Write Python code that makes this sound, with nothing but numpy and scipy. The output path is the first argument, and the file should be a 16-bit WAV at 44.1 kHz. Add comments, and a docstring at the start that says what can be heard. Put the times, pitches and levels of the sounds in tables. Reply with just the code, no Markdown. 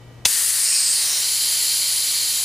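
"""Mains hum and ventilation in a room, then a valve snaps open and a jet of compressed air hisses.
It is a vacuum ejector on a bench, close to a camera's stereo microphone. The exhaust jet's broad
resonances shift as a suction cup is pressed on a piece of food, then settle once it seals.
The camera's gain control ducks the room under the hiss."""
import sys
import numpy as np
from scipy import signal
from scipy.fft import rfft, irfft, next_fast_len
from scipy.io import wavfile
from scipy.ndimage import map_coordinates

SR = 44100
rng = np.random.default_rng(int(sys.argv[2]) if len(sys.argv) > 2 else 0)


def log_audio(samples):
    """Write samples as a 16-bit WAV file to the path given in sys.argv[1]."""
    # one column per channel
    frames = np.atleast_2d(samples).T
    # limit to full scale, then quantise
    limited = np.clip(frames, -1, 1)
    pcm = np.round(limited * 32767).astype(np.int16)
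    wavfile.write(sys.argv[1], SR, pcm)


N = 107648

# Mains hum and faint machine tones: pitch_hz, level_db
HUM_TONES = [(120, -44.5), (1200, -67), (1922, -64), (2283, -68.5), (3004, -67), (3122, -72)]
# Ventilation noise all round the microphone: frequency_hz, relative_db
VENT_SPECTRUM = [(25, -11), (55, 0), (110, 2.5), (200, -6), (450, -6.5), (800, -12), (1300, -18.5),
                 (2500, -22), (6000, -28.5), (15000, -39.5)]
# Stereo width of the room: frequency_hz, side_gain_db
ROOM_WIDTH = [(60, -12), (200, -12), (1000, -7), (4000, -3), (10000, -2)]
VENT_DB = -47

# Blows of the opening valve: start_s, relative_db
VALVE_BLOWS = [(0.2507, -20), (0.2534, -7.5), (0.2547, -4), (0.2593, -1)]
# Modes of its housing: pitch_hz, nominal_width_hz, relative_db
HOUSING_MODES = [(862, 134, -11), (2140, 99, -10), (2676, 160, -0.5), (3440, 140, 1), (4200, 110, -7),
                 (5070, 120, -4), (6020, 120, 2), (6660, 120, 1), (7250, 120, -12)]
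# Air let out by each blow: frequency_hz, relative_db
PUFF_SPECTRUM = [(40, -6), (150, -1.5), (450, -5.5), (850, -3), (1300, -17), (2700, -1), (6500, 1),
                 (9000, -17), (15000, -19)]
RING_DB, RING_WIDTH_SCALE = -5.5, 0.59
PUFF_DB, PUFF_T60_S = -3, 0.024

# Strength of the exhaust jet: time_s, level_db
JET_LEVEL = [(.25, -5), (.55, -6.5), (.76, -4), (.95, -5), (1.15, -7.5), (1.3, -8.5), (1.7, -8),
             (2.44, -11)]
# Its broad colour: frequency_hz, relative_db
JET_SPECTRUM = [(60, -27.5), (300, -18), (800, -14.5), (1400, -12), (2200, -6), (3400, -3), (5800, 0.5),
                (8500, -0.5), (11000, -4), (12000, -5), (15000, -5.5)]
# Shelf on its top treble: time_s, gain_db
TREBLE_SHELF = [(.25, 2), (.63, 2), (.7, -1.5), (.88, -3), (.95, -1.5), (1.2, -2), (1.3, -1), (2.44, -1.5)]
# Lower exhaust resonance: time_s, centre_hz, boost_db
LOW_RESONANCE = [(.25, 4500, 4.5), (.55, 4500, 4), (.67, 4800, 8.5), (.76, 4570, 12), (.9, 4670, 10),
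                 (.97, 4570, 11), (1.08, 4100, 6), (1.2, 4160, 8), (1.28, 4390, 9), (1.7, 4400, 10),
                 (2.44, 4330, 8)]
# Upper exhaust resonance: time_s, centre_hz, width_hz, boost_db
HIGH_RESONANCE = [(.25, 9500, 1410, 9.5), (.57, 9500, 1380, 11), (.68, 8920, 960, 15), (.78, 8900, 876, 13),
                  (.91, 8500, 870, 15), (.96, 9560, 1000, 12.5), (1.03, 9350, 700, 11),
                  (1.15, 9200, 497, 8), (1.28, 9930, 554, 11.5), (2.44, 9930, 554, 11)]
# Resonances that hold their pitch: centre_hz, width_hz, cup_open_db, cup_sealed_db
BODY_RESONANCES = [(1350, 350, 4, -1), (1850, 150, 7, -1), (2030, 45, 0, 4), (2320, 60, 0, 3),
                   (3110, 100, 1, 7), (3460, 90, 1, -3), (4180, 40, 2, 3), (4850, 45, 2, 4),
                   (6550, 130, 3, 1), (7400, 380, 2, 6), (10950, 350, 4, 0), (13200, 480, 1, 9)]
# How far the cup has sealed: time_s, fraction
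CUP_SEAL = [(.6, 0), (.8, 0.33), (1.18, 0.7), (1.29, 0.87), (1.8, 0.92)]
# Peaks and notches while the cup grips the food: centre_hz, width_hz, gain_db
GRIP_BANDS = [(2500, 270, 6.5), (3440, 200, -4.5), (5380, 220, 7.5), (5900, 180, 2), (6800, 270, 5),
              (10900, 420, -2.5)]
# Peaks and notches while the food is lifted: centre_hz, width_hz, gain_db
LIFT_BANDS = [(600, 300, 3), (3400, 190, -5), (4050, 140, 0.5), (4620, 170, -6), (5530, 360, 7.5),
              (7650, 280, -3), (13300, 400, -5), (15000, 500, 7)]
# Notches that deepen as the cup seals: centre_hz, width_hz, gain_db
SEAL_NOTCHES = [(2530, 93, -2), (5370, 150, -0.5), (8600, 240, -2.5), (12040, 260, -2.5), (14500, 400, -4)]
OPEN_S, RISE_S = .2525, 0.0049  # the air comes on and builds up
GRIP_S, GRIP_WIDTH_S = 0.74, 0.095
LIFT_S, LIFT_WIDTH_S = 1.135, 0.07
LULL_S, LULL_WIDTH_S, LULL_DB = 2.055, 0.01, -3.5  # the lower resonance dips briefly
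LOW_WIDTH_HZ, TREBLE_HZ, TREBLE_EDGE_HZ = 482, 11200, 460
FLUTTER_DB, FLUTTER_PER_S = 1.1, 30  # each moving resonance swells and shrinks by chance
SPUTTER_DB, SPUTTER_PER_S = 0.3, 220  # fast unevenness of the whole jet

# Stereo width of the ejector, close up: frequency_hz, side_gain_db
EJECTOR_WIDTH = [(60, -5), (400, -8), (1200, -17), (2200, -31), (4300, -25), (6000, -20), (10000, -21),
                 (12500, -15.5), (15000, -18)]
# Balance of everything at the microphone: frequency_hz, left_over_right_db
MIC_BALANCE = [(100, 2.5), (400, 1.7), (1500, -0.1), (4000, 0.5), (7000, 0), (14000, 0.5)]
# Extra lean of the ejector until the cup is pressed: frequency_hz, left_over_right_db
OPEN_CUP_BALANCE = [(500, 1), (2000, 2.1), (4800, -1), (6500, 4.5), (9800, 4), (11200, -0.5), (13000, 5.5)]
PRESS_S, PRESS_FADE_S = 0.62, 0.028
ECHO_DB, ECHO_SPAN_S = -11, .02
THRESHOLD_DB, DUCK_DB_PER_DB, ATTACK_S, RELEASE_DB_PER_S = -27, .58, 0.0046, 5.5
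CEILING, TOP_HZ, TOP_EDGE_HZ = .76, 15350, 45


def amp(db):
    """Decibels to gain."""
    return 10 ** (np.asarray(db) / 20)


def unit_rms(x):
    """x scaled to rms 1."""
    return x / np.sqrt(np.mean(x ** 2) + 1e-20)


def db_at(points, hz):
    """Points of frequency_hz, db read on a log frequency axis."""
    frequencies, db = np.transpose(points)
    return np.interp(np.log(hz + 1), np.log(frequencies + 1), db)


def curves(rows, t):
    """Each column after the time, read at times t."""
    times, *columns = np.transpose(rows)
    return [np.interp(t, times, column) for column in columns]


def wobble(knots_per_s, t):
    """A smooth random curve."""
    return map_coordinates(rng.standard_normal(size=2048), [t * knots_per_s], mode="wrap")


def bell(x, centre, width):
    """A Gaussian bump of height 1; width is its standard deviation."""
    return np.exp(-.5 * ((x - centre) / width) ** 2)


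def step(x, centre, width):
    """A smooth rise from 0 to 1."""
    return (1 + np.tanh((x - centre) / width)) / 2


def filtered(x, response):
    """x through a gain that depends on frequency."""
    size = next_fast_len(N + SR // 2)
    return irfft(rfft(x, size) * response(np.fft.rfftfreq(size, 1 / SR)), size)[..., :N]


def noise(spectrum):
    """Two unrelated coloured noises (mid, side) of rms 1."""
    return unit_rms(filtered(rng.standard_normal((2, N)), lambda hz: amp(db_at(spectrum, hz))))


def left_right(mid, side, width):
    """Mid and side to left and right, the side scaled by a width table."""
    side = filtered(side, lambda hz: amp(db_at(width, hz)))
    return np.array([mid + side, mid - side])


def leaning(x, balance):
    """Left and right tipped by a balance table."""
    return filtered(x, lambda hz: amp(np.outer([.5, -.5], db_at(balance, hz))))


def room_tone(t):
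    """Mains hum and machine tones in the centre of diffuse ventilation noise (left, right)."""
    mid, side = amp(VENT_DB) * noise(VENT_SPECTRUM)
    hum = np.sqrt(2) * sum(amp(db) * np.sin(2 * np.pi * (hz * t + rng.random())) for hz, db in HUM_TONES)
    return left_right(mid + hum, side, ROOM_WIDTH)


def with_echoes(x, count=12):
    """Weak echoes off the bench and wall reach the microphone just after the direct sound."""
    delays_s = ECHO_SPAN_S * rng.uniform(.1, 1, count)
    taps = np.bincount((delays_s * SR).astype(int), rng.standard_normal(count))
    taps /= np.linalg.norm(taps)
    return x + amp(ECHO_DB) * signal.fftconvolve(x, taps[None], axes=1)[:, :N]


def valve_snap(t):
    """The valve opens in a few quick blows; each rings its housing and lets out a puff (mid, side)."""
    snap = np.zeros((2, N))
    for start_s, blow_db in VALVE_BLOWS:
        age = np.maximum(t - start_s, 0)
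        for hz, width, mode_db in HOUSING_MODES:
            strength = amp(blow_db + RING_DB + mode_db + rng.normal(0, 1.6))
            decay = np.exp(-np.pi * RING_WIDTH_SCALE * width * age)
            snap[0] += strength * decay * np.sin(2 * np.pi * hz * age + rng.choice([0, np.pi]))
        puff_envelope = amp(blow_db + PUFF_DB - 60 * age / PUFF_T60_S) * (age > 0)
        snap += puff_envelope * noise(PUFF_SPECTRUM)
    return snap


def exhaust_colour(hz, t):
    """The jet's spectrum in dB, with a treble shelf and two wandering, fluttering resonances."""
    treble_db, = curves(TREBLE_SHELF, t)
    low_hz, low_db = curves(LOW_RESONANCE, t)
    high_hz, high_width, high_db = curves(HIGH_RESONANCE, t)
    low_db += LULL_DB * bell(t, LULL_S, LULL_WIDTH_S)
    low = (low_db + FLUTTER_DB * wobble(FLUTTER_PER_S, t)) * bell(hz, low_hz, LOW_WIDTH_HZ)
    high = (high_db + FLUTTER_DB * wobble(FLUTTER_PER_S, t)) * bell(hz, high_hz, high_width)
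    return db_at(JET_SPECTRUM, hz) + treble_db * step(hz, TREBLE_HZ, TREBLE_EDGE_HZ) + low + high


def cup_colour(hz, t):
    """Peaks and notches in dB that come and go as the cup grips, lifts and seals on the food."""
    def bands(table):
        return sum(db * bell(hz, centre, width) for centre, width, db in table)

    seal, = curves(CUP_SEAL, t)
    body = sum((open_db + seal * (sealed_db - open_db)) * bell(hz, centre, width)
               for centre, width, open_db, sealed_db in BODY_RESONANCES)
    grip = bell(t, GRIP_S, GRIP_WIDTH_S) * bands(GRIP_BANDS)
    lift = bell(t, LIFT_S, LIFT_WIDTH_S) * bands(LIFT_BANDS)
    return body + grip + lift + seal * bands(SEAL_NOTCHES)


def exhaust_jet(t):
    """Turbulent air hisses through the shifting resonances once the valve opens (mid, side)."""
    hz, frame_s, turbulence = signal.stft(rng.standard_normal((2, N)), SR, nperseg=512)
    colour = amp(exhaust_colour(hz[:, None], frame_s) + cup_colour(hz[:, None], frame_s))
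    colour /= np.linalg.norm(colour, axis=0)  # the colour moves at constant power
    hiss = unit_rms(signal.istft(turbulence * colour, SR)[1][:, :N])
    level_db, = curves(JET_LEVEL, t)
    opening = 1 - np.exp(-np.maximum(t - OPEN_S, 0) / RISE_S)
    return hiss * opening * amp(level_db + SPUTTER_DB * wobble(SPUTTER_PER_S, t))


def scene():
    """The ejector, close and narrow in a wide room; its treble leans left until the cup is pressed."""
    t = np.arange(N) / SR
    mid, side = with_echoes(exhaust_jet(t) + valve_snap(t))
    ejector = left_right(mid, side, EJECTOR_WIDTH)
    pressed = step(t, PRESS_S, PRESS_FADE_S)
    ejector = pressed * ejector + (1 - pressed) * leaning(ejector, OPEN_CUP_BALANCE)
    return leaning(room_tone(t) + ejector, MIC_BALANCE)


def record(dry):
    """The camera's gain control ducks fast and recovers slowly; soft clipping and a low-pass follow."""
    def smooth(x):
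        pole = np.exp(-1 / (ATTACK_S * SR))
        return signal.lfilter([1 - pole], [1, -pole], x)

    level_db = 10 * np.log10(smooth(np.mean(dry ** 2, axis=0)) + 1e-12)
    wanted_duck_db = DUCK_DB_PER_DB * np.maximum(level_db - THRESHOLD_DB, 0)
    recovery_db = RELEASE_DB_PER_S * np.arange(N) / SR
    duck_db = np.maximum.accumulate(wanted_duck_db + recovery_db) - recovery_db
    ducked = dry * amp(-smooth(duck_db))
    clipped = ducked / (1 + (ducked / CEILING) ** 6) ** (1 / 6)
    return filtered(clipped, lambda hz: 1 - step(hz, TOP_HZ, TOP_EDGE_HZ))


dry = scene()
out = record(dry)
log_audio(out)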